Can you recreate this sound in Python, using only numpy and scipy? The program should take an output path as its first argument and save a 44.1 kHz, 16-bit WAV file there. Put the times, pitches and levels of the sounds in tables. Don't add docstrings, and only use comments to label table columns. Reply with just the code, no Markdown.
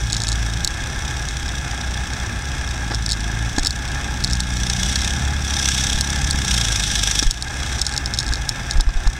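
import sys
import numpy as np
from scipy import signal
from scipy.fft import rfft, irfft, next_fast_len
from scipy.io import wavfile
from scipy.ndimage import uniform_filter1d

SR = 44100
rng = np.random.default_rng(int(sys.argv[2]) if len(sys.argv) > 2 else 0)


def to_wav(sig):
    pcm = np.clip(np.atleast_2d(sig), -1, 1) * 32767
    pcm = np.round(pcm).astype(np.int16)
    wavfile.write(sys.argv[1], SR, pcm.T)


N = 405279
CRUISE_CYCLES_PER_S = 31


def from_db(db):
    return 10 ** (np.asarray(db) / 20)


def rms_one(x):
    return x / np.sqrt(np.mean(x ** 2) + 1e-20)


def in_time(rows):
    return np.interp(np.arange(N) / SR, *np.transpose(rows))


def at_hz(points, hz):
    known_hz, db = np.transpose(points)
    return np.interp(np.log(np.maximum(hz, 1)), np.log(known_hz), db)


def drift(rate_hz):
    step = 40
    pole = np.exp(-2 * np.pi * rate_hz * step / SR)
    noise = rng.standard_normal(N // step + 2002)
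    slow = signal.lfilter([1], [1, -2 * pole, pole * pole], noise)[2000:]
    return np.interp(np.arange(N) / step, np.arange(len(slow)), rms_one(slow))


def add(out, s, sound):
    start = int(np.clip(s * SR, 0, N - 1))
    out[start:start + len(sound)] += sound[:N - start]


# [centre_hz, width_hz, peak_db]
HULL_MODES = [(140.8, 9.9, 2.5), (706.7, 19.5, 7.5), (824.5, 108, 8.5), (1345, 62, 3.5), (1488, 31, 4),
              (1638, 109, 10), (1761, 108, 8), (1870, 120, -1), (2069, 86, 5), (2182, 146, 8),
              (2475, 197, 8), (2677, 235, 6.5), (2860, 50, -8), (2950, 60, 6), (3360, 145, -5.5),
              (3349, 210, 13), (3698, 197, 6.5), (4020, 48, 7.5), (4110, 150, -6), (5100, 270, 5.5),
              (5540, 260, 7.5), (5880, 203, 10.5), (6400, 160, 6), (7720, 490, 3), (8760, 130, 5.5)]


def through_hull(x, spectrum):
    size = 2 * next_fast_len(N // 2 + SR // 4)
    hz = np.arange(size // 2 + 1) * SR / size
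    db = at_hz(spectrum, hz)
    for centre_hz, width_hz, peak_db in HULL_MODES:
        distance = 2 * (hz - centre_hz) / width_hz
        db = db + peak_db * np.exp2(-np.minimum(distance ** 2, 20))
    cepstrum = irfft(np.log(from_db(db)))
    response = np.exp(rfft(2 * cepstrum[:size // 2], size) - cepstrum[0])
    return irfft(rfft(x, size) * response)[:N]


# [freq_hz, density_db]
RUMBLE_SPECTRUM = [(12, -15), (25, -6), (42, -2), (60, 4), (85, -6.5), (130, -5), (170, -16), (260, -16.5),
                   (350, -25), (460, -33), (900, -55)]
# [freq_hz, density_db]
CLATTER_SPECTRUM = [(150, -4), (330, 3), (460, -3), (700, 0), (1050, -1), (1600, 3), (2200, -5.5),
                    (3200, -13), (5000, -14), (9000, -21), (16000, -65)]
RUMBLE_RMS_DB, RUMBLE_DB_PER_OCTAVE = -27, 3.5
CLATTER_RMS_DB, CLATTER_DB_PER_OCTAVE = -31.5, 7


def running_gear(speed, cycles, taps_per_s=450, size_db=3.0, wash=.2, throb=0.017,
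                 lurch_db=1.0, uneven_db=0.78):
    octaves = np.log2(speed / CRUISE_CYCLES_PER_S)
    rolling = rng.standard_normal(N) * from_db(lurch_db * drift(4.5))
    rumble = rms_one(through_hull(rolling, RUMBLE_SPECTRUM))

    sizes = from_db(size_db * np.minimum(rng.exponential(1, N), 3.5))
    sizes = sizes * rng.choice([-1, 1], N)
    taps = sizes * (rng.random(N) < taps_per_s / SR) + wash * rng.standard_normal(N)
    taps = taps * (1 + throb * np.cos(2 * np.pi * cycles))
    taps = taps * from_db(uneven_db * drift(2.2))
    clatter = rms_one(through_hull(taps, CLATTER_SPECTRUM))

    rumble_gain = from_db(RUMBLE_RMS_DB + RUMBLE_DB_PER_OCTAVE * octaves)
    clatter_gain = from_db(CLATTER_RMS_DB + CLATTER_DB_PER_OCTAVE * octaves)
    return rumble_gain * rumble + clatter_gain * clatter


# [start_s, level_db (before boost_db), pitch_hz]
JOLT_EVENTS = [(0.638, -21, 32.2), (3.586, -17.5, 24.3), (5.945, -20, 30), (7.261, -4.5, 28.3),
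               (8.302, -17, 40), (8.753, -12, 40), (8.782, -3.5, 31.7), (8.869, -4, 37.6),
               (8.953, -9, 25.5), (9.064, -5.5, 34)]


def jolts(swing=0.31, boost_db=4.0):
    out, t = np.zeros(N), np.arange(SR // 5) / SR
    for start_s, level_db, pitch_hz in JOLT_EVENTS:
        push = t * np.exp(-t * pitch_hz / swing) * np.sin(2 * np.pi * pitch_hz * t)
        add(out, start_s, from_db(level_db + boost_db) * push / np.abs(push).max())
    return out


# [start_s, crush_db (relative), thud_db (before its decay)]
KNOCK_EVENTS = [(2.907, -18, -19), (2.916, -13, -23), (2.936, -17, -33), (3.581, -10.5, -10.5),
                (3.655, -20, -26), (7.225, -9, -11), (8.321, -17.5, -37), (8.798, -8, -31.5),
                (8.889, -13, -32), (9.07, -12, -27)]
# [freq_hz, density_db]
KNOCK_SPECTRUM = [(100, 1), (200, -8), (300, -2.5), (450, -7), (750, -3), (1200, -2), (1700, -3),
                  (2500, -19.5), (5000, -7), (12000, -50)]


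def knocks(rise_s=0.0011, fall_s=0.0038, tail_db=-17, tail_s=0.009, crush_boost_db=7,
           thud_hz=290, thud_decay_s=0.0047):
    crush, thuds, t = np.zeros(N), np.zeros(N), np.arange(SR // 5) / SR
    decay = np.exp(-t / fall_s) + from_db(tail_db) * np.exp(-t / tail_s)
    blow = (1 - np.exp(-t / rise_s)) * decay
    thud = np.exp(-t / thud_decay_s) * np.sin(2 * np.pi * thud_hz * t)
    for start_s, crush_db, thud_db in KNOCK_EVENTS:
        add(crush, start_s, from_db(crush_db + crush_boost_db) * blow)
        add(thuds, start_s, from_db(thud_db) * thud)
    return through_hull(crush * rng.standard_normal(N), KNOCK_SPECTRUM) + thuds


def strike(modes, extra_db, detune, length_s):
    hz, db, t60_s = np.transpose(modes)[:, :, None]
    t = np.arange(int(length_s * SR)) / SR
    signs = (-1) ** np.arange(len(modes))[:, None]
    gains = signs * from_db(db + extra_db[:, None])
    decay = 1e-3 ** (t / t60_s)
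    sound = np.sum(gains * decay * np.sin(2 * np.pi * hz * detune * t), axis=0)
    return sound / np.abs(sound).max()


# [start_s, end_s, typical_level_db (before boost_db)]
RATTLE_BOUTS = [(0.093, 0.33, -11), (3.054, 3.14, -9), (3.592, 3.68, -14), (4.256, 4.36, -14),
                (7.776, 7.94, -13.5), (8.129, 8.37, -15)]
CHATTER_PER_S, STRAY_PER_S, STRAY_DB = 44, 2, -19
TICK_HZ, TICK_SPREAD_OCTAVES, TICK_SPREAD_DB = 5270, 0.29, 1


def light_ticks():
    runs = [(start, end, db, CHATTER_PER_S) for start, end, db in RATTLE_BOUTS]
    runs.append((0.0059, N / SR, STRAY_DB, STRAY_PER_S))
    ticks = []
    for start_s, end_s, db, per_s in runs:
        late = rng.random(size=64)
        loud, high = rng.standard_normal(size=64), rng.standard_normal(size=64)
        s = start_s + (np.arange(len(late)) + late) / per_s
        level_db = db + TICK_SPREAD_DB * loud
        centre_hz = TICK_HZ * 2 ** (TICK_SPREAD_OCTAVES * high)
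        ticks += list(np.transpose([s, level_db, centre_hz])[s < end_s])
    return ticks


# [start_s, level_db (before boost_db), centre_hz]
HARD_CLICKS = [(0.1294, -5, 6670), (0.166, -11, 6540), (0.2876, -7, 6400), (0.6466, -1, 7200),
               (0.675, -2, 4230), (1.2867, -12, 6000), (2.9463, -10.5, 5460), (3.1025, -11, 5350),
               (3.1196, -3.5, 4240), (3.5838, -7, 6600), (3.6484, -6.5, 5330), (3.6604, -7, 5290),
               (3.6703, 0, 5310), (3.707, -5, 4630), (4.2393, -7.5, 5350), (4.2452, -3, 4480),
               (4.3326, -7, 5330), (4.404, -5.5, 4530), (4.6988, -6.5, 5900), (4.9571, -4, 5800),
               (6.0097, -1.5, 5330), (6.3091, -2.5, 4370), (6.541, -7, 5850), (7.1908, -5.5, 5310),
               (7.2274, -3, 6600), (7.3098, 0, 5380), (7.424, -5, 4900), (7.816, -1.5, 5400),
               (7.866, -3.5, 5300), (7.9638, -11, 5290), (7.9776, -4.5, 5340), (8.059, -8, 5290),
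               (8.1379, -8, 5310), (8.1879, -1.5, 5310), (8.201, -9, 5210), (8.336, -7, 5320),
               (8.4916, -3, 5270), (8.7102, -5, 5000), (8.808, -1, 5340), (9.074, -10.5, 6600)]
# [freq_hz, level_db (relative), t60_s]
LOOSE_PART_MODES = [(3855, 5.5, 0.0076), (4470, 3, 0.01), (5300, 1.5, 0.015), (6645, -3, 0.017),
                    (7070, -6, 0.012), (7770, 0.5, 0.0086), (8610, 0.5, 0.0046), (9550, -14, 0.011),
                    (10400, -43, 0.0062), (13000, -35, .004)]


def loose_part(focus_db=5, vary_db=2.0, bounce_db=-14, boost_db=2.5, crack_db=-7, crack_decay_s=0.0014,
               hardness=0.76, low_edge_hz=3400, high_edge_hz=9500):
    out, mode_hz = np.zeros(N), np.array(LOOSE_PART_MODES)[:, 0]
    for start_s, level_db, centre_hz in list(HARD_CLICKS) + light_ticks():
        chance = rng.standard_normal(len(LOOSE_PART_MODES) + 2)
        octaves_off = np.log2(mode_hz / centre_hz)
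        colour_db = vary_db * chance[2:] + focus_db * np.exp(-(octaves_off / 0.14) ** 2)
        ring = strike(LOOSE_PART_MODES, colour_db, 1 + .012 * chance[0], length_s=.03)
        crack = from_db(crack_db + hardness * level_db) * rng.standard_normal(len(ring))
        crack = crack * np.exp(-np.arange(len(ring)) / SR / crack_decay_s)
        click = from_db(level_db + boost_db) * (ring + crack)
        add(out, start_s, click)
        bounce_s = 0.0045 * np.exp(.5 * chance[1])
        add(out, start_s + bounce_s, from_db(bounce_db) * click)
    lowpass = signal.butter(4, high_edge_hz, fs=SR, output="sos")
    highpass = signal.butter(5, low_edge_hz, "high", fs=SR, output="sos")
    return signal.sosfilt(highpass, signal.sosfilt(lowpass, out + 1e-18))


# [time_s, level_db (before gap_db)]
THROTTLE_CURVE = [(0, -36.5), (2.8, -38.5), (4.35, -38), (4.88, -28.5), (5.36, -36.5), (5.7, -25),
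                  (5.86, -28), (6.05, -31.5), (6.39, -33), (6.52, -26.5), (6.85, -27.5), (7.22, -26),
                  (7.4, -38.5), (7.72, -34), (8.05, -40.5), (9.19, -39)]
# [freq_hz, density_db]
JET_SPECTRUM = [(400, -15.5), (1000, -13.5), (1600, -7), (2500, -10.5), (3500, 1), (4500, -5), (5600, -1),
                (7000, -4), (9000, -7.5), (10200, -18.5), (12000, -20.5), (16000, -35)]
LIGHT_THROTTLE_DB, BURST_DB, BURST_GROWTH = -38.5, 8.5, 0.24


def exhaust_hiss(cycles, width_cycles=0.092, second_db=-11, second_lag_cycles=0.67, grit_db=3.0, gap_db=1.0):
    jet_db = in_time(THROTTLE_CURVE)
    peak_db = jet_db + BURST_DB + BURST_GROWTH * (jet_db - LIGHT_THROTTLE_DB)

    def burst(lag_cycles):
        offset = (cycles - lag_cycles + .5) % 1 - .5
        width = width_cycles * np.where(offset < 0, .75, 1.3)
        return np.exp(-.5 * (offset / width) ** 2)

    strength = from_db(1.1 * drift(25))
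    main_power = (strength * burst(-0.0085)) ** 2
    second_power = (from_db(second_db) * burst(second_lag_cycles)) ** 2
    burst_power = from_db(peak_db) ** 2 * (main_power + second_power)
    envelope = np.sqrt(from_db(jet_db + gap_db) ** 2 + burst_power)
    turbulence = rms_one(rng.standard_normal(N) * from_db(grit_db * drift(290)))
    hiss = rms_one(through_hull(envelope * turbulence, JET_SPECTRUM))
    return hiss * np.sqrt(np.mean(envelope ** 2))


# [start_s, end_s, load (0-1)]
PULL_EVENTS = [(-0.05, 0.563, 0.8), (1.738, 1.917, 0.5), (2.743, 3.506, 0.87), (4.17, 7.26, 0.92)]
LOAD_ATTACK_S, LOAD_RELEASE_S = 0.11, 0.19


def engine_load():
    t = np.arange(N) / SR
    total = np.zeros(N)
    for start_s, end_s, load in PULL_EVENTS:
        rise = (t - start_s) / LOAD_ATTACK_S
        fall = 1 - (t - end_s) / LOAD_RELEASE_S
        total += load * np.clip(np.minimum(rise, fall), 0, 1)
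    return total


# [freq_hz, gain_db]
PIPE_RESPONSE = [(80, -14), (112, 7.5), (140, -6), (165, -5), (183, 0.5), (230, -11), (280, -14),
                 (350, -23), (500, -56), (800, -39)]
FIRING_RMS_DB, FIRING_SINK_DB, FIRING_DB_PER_OCTAVE = -24.5, 8.5, -0.5
OVERTONES_DB, OVERTONES_SINK_DB, OVERTONES_DB_PER_OCTAVE = -32, 14.5, 10.5
ODD_ORDERS_DB = -7


def exhaust_note(speed, cycles, waver_db=1.8, unsteady_db=1.5, lead_cycles=0.4083):
    slack = 1 - engine_load()
    octaves = np.log2(speed / CRUISE_CYCLES_PER_S)
    phase_cycles = cycles + lead_cycles + .003 * drift(8)

    def engine_order(k, rms_db):
        return -np.sqrt(2) * from_db(rms_db) * np.cos(2 * np.pi * k * phase_cycles)

    firing_db = FIRING_RMS_DB - FIRING_SINK_DB * slack + FIRING_DB_PER_OCTAVE * octaves
    firing = engine_order(2, firing_db + waver_db * drift(12.0))
    overtones = np.zeros(N)
    for k in [*range(3, 15), 16, 18, 20]:
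        order_db = at_hz(PIPE_RESPONSE, k * speed) + ODD_ORDERS_DB * (k % 2)
        overtones += engine_order(k, order_db + unsteady_db * drift(4.3))
    overtones_db = OVERTONES_DB - OVERTONES_SINK_DB * slack + OVERTONES_DB_PER_OCTAVE * octaves
    return firing + from_db(overtones_db) * overtones


# [time_s, speed_cycles_per_s]
ENGINE_SPEED = [(0.0, 28.11), (0.51, 27.77), (1.19, 35.54), (1.71, 30.41), (2.63, 31.75), (2.93, 27.5),
                (3.32, 27.18), (3.79, 31.9), (4.41, 30.19), (4.82, 30.42), (5.06, 34.16), (5.32, 35.56),
                (5.74, 32.39), (5.98, 34.62), (6.31, 35.33), (6.73, 26.09), (7.16, 24.86), (7.48, 31.38),
                (7.74, 32.51), (8.52, 27.56), (9.19, 31.96)]


def scene():
    speed = in_time(ENGINE_SPEED)
    cycles = np.cumsum(speed) / SR
    vehicle = running_gear(speed, cycles) + jolts() + knocks() + loose_part()
    engine = exhaust_hiss(cycles) + exhaust_note(speed, cycles)
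    return (vehicle + engine)[None]


LIMIT_DB, DETECTOR_S, RECOVERY_DB_PER_S = -7, 0.0062, 22
TREBLE_EMPHASIS = 2.53


def gain_control(x):
    window = max(int(DETECTOR_S * SR), 1)
    sensed = x + TREBLE_EMPHASIS * np.diff(x, prepend=0)
    level_db = 10 * np.log10(np.maximum(uniform_filter1d(sensed ** 2, window), 1e-12))
    excess_db = np.maximum(level_db - LIMIT_DB, 0)
    recovery_db = RECOVERY_DB_PER_S * np.arange(N) / SR
    cut_db = np.maximum.accumulate(excess_db + recovery_db, axis=-1) - recovery_db
    smooth_cut_db = signal.lfilter([1 / window], [1, 1 / window - 1], cut_db)
    return x * from_db(-smooth_cut_db)


def record(dry, ceiling=0.77, cutoff_hz=15800):
    x = gain_control(dry)
    rounded = x / (1 + (x / ceiling) ** 6) ** (1 / 6)
    treble_cut = signal.ellip(10, .1, 90, cutoff_hz, fs=SR, output="sos")
    return signal.sosfilt(treble_cut, rounded)


dry = scene()
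out = record(dry)
to_wav(out)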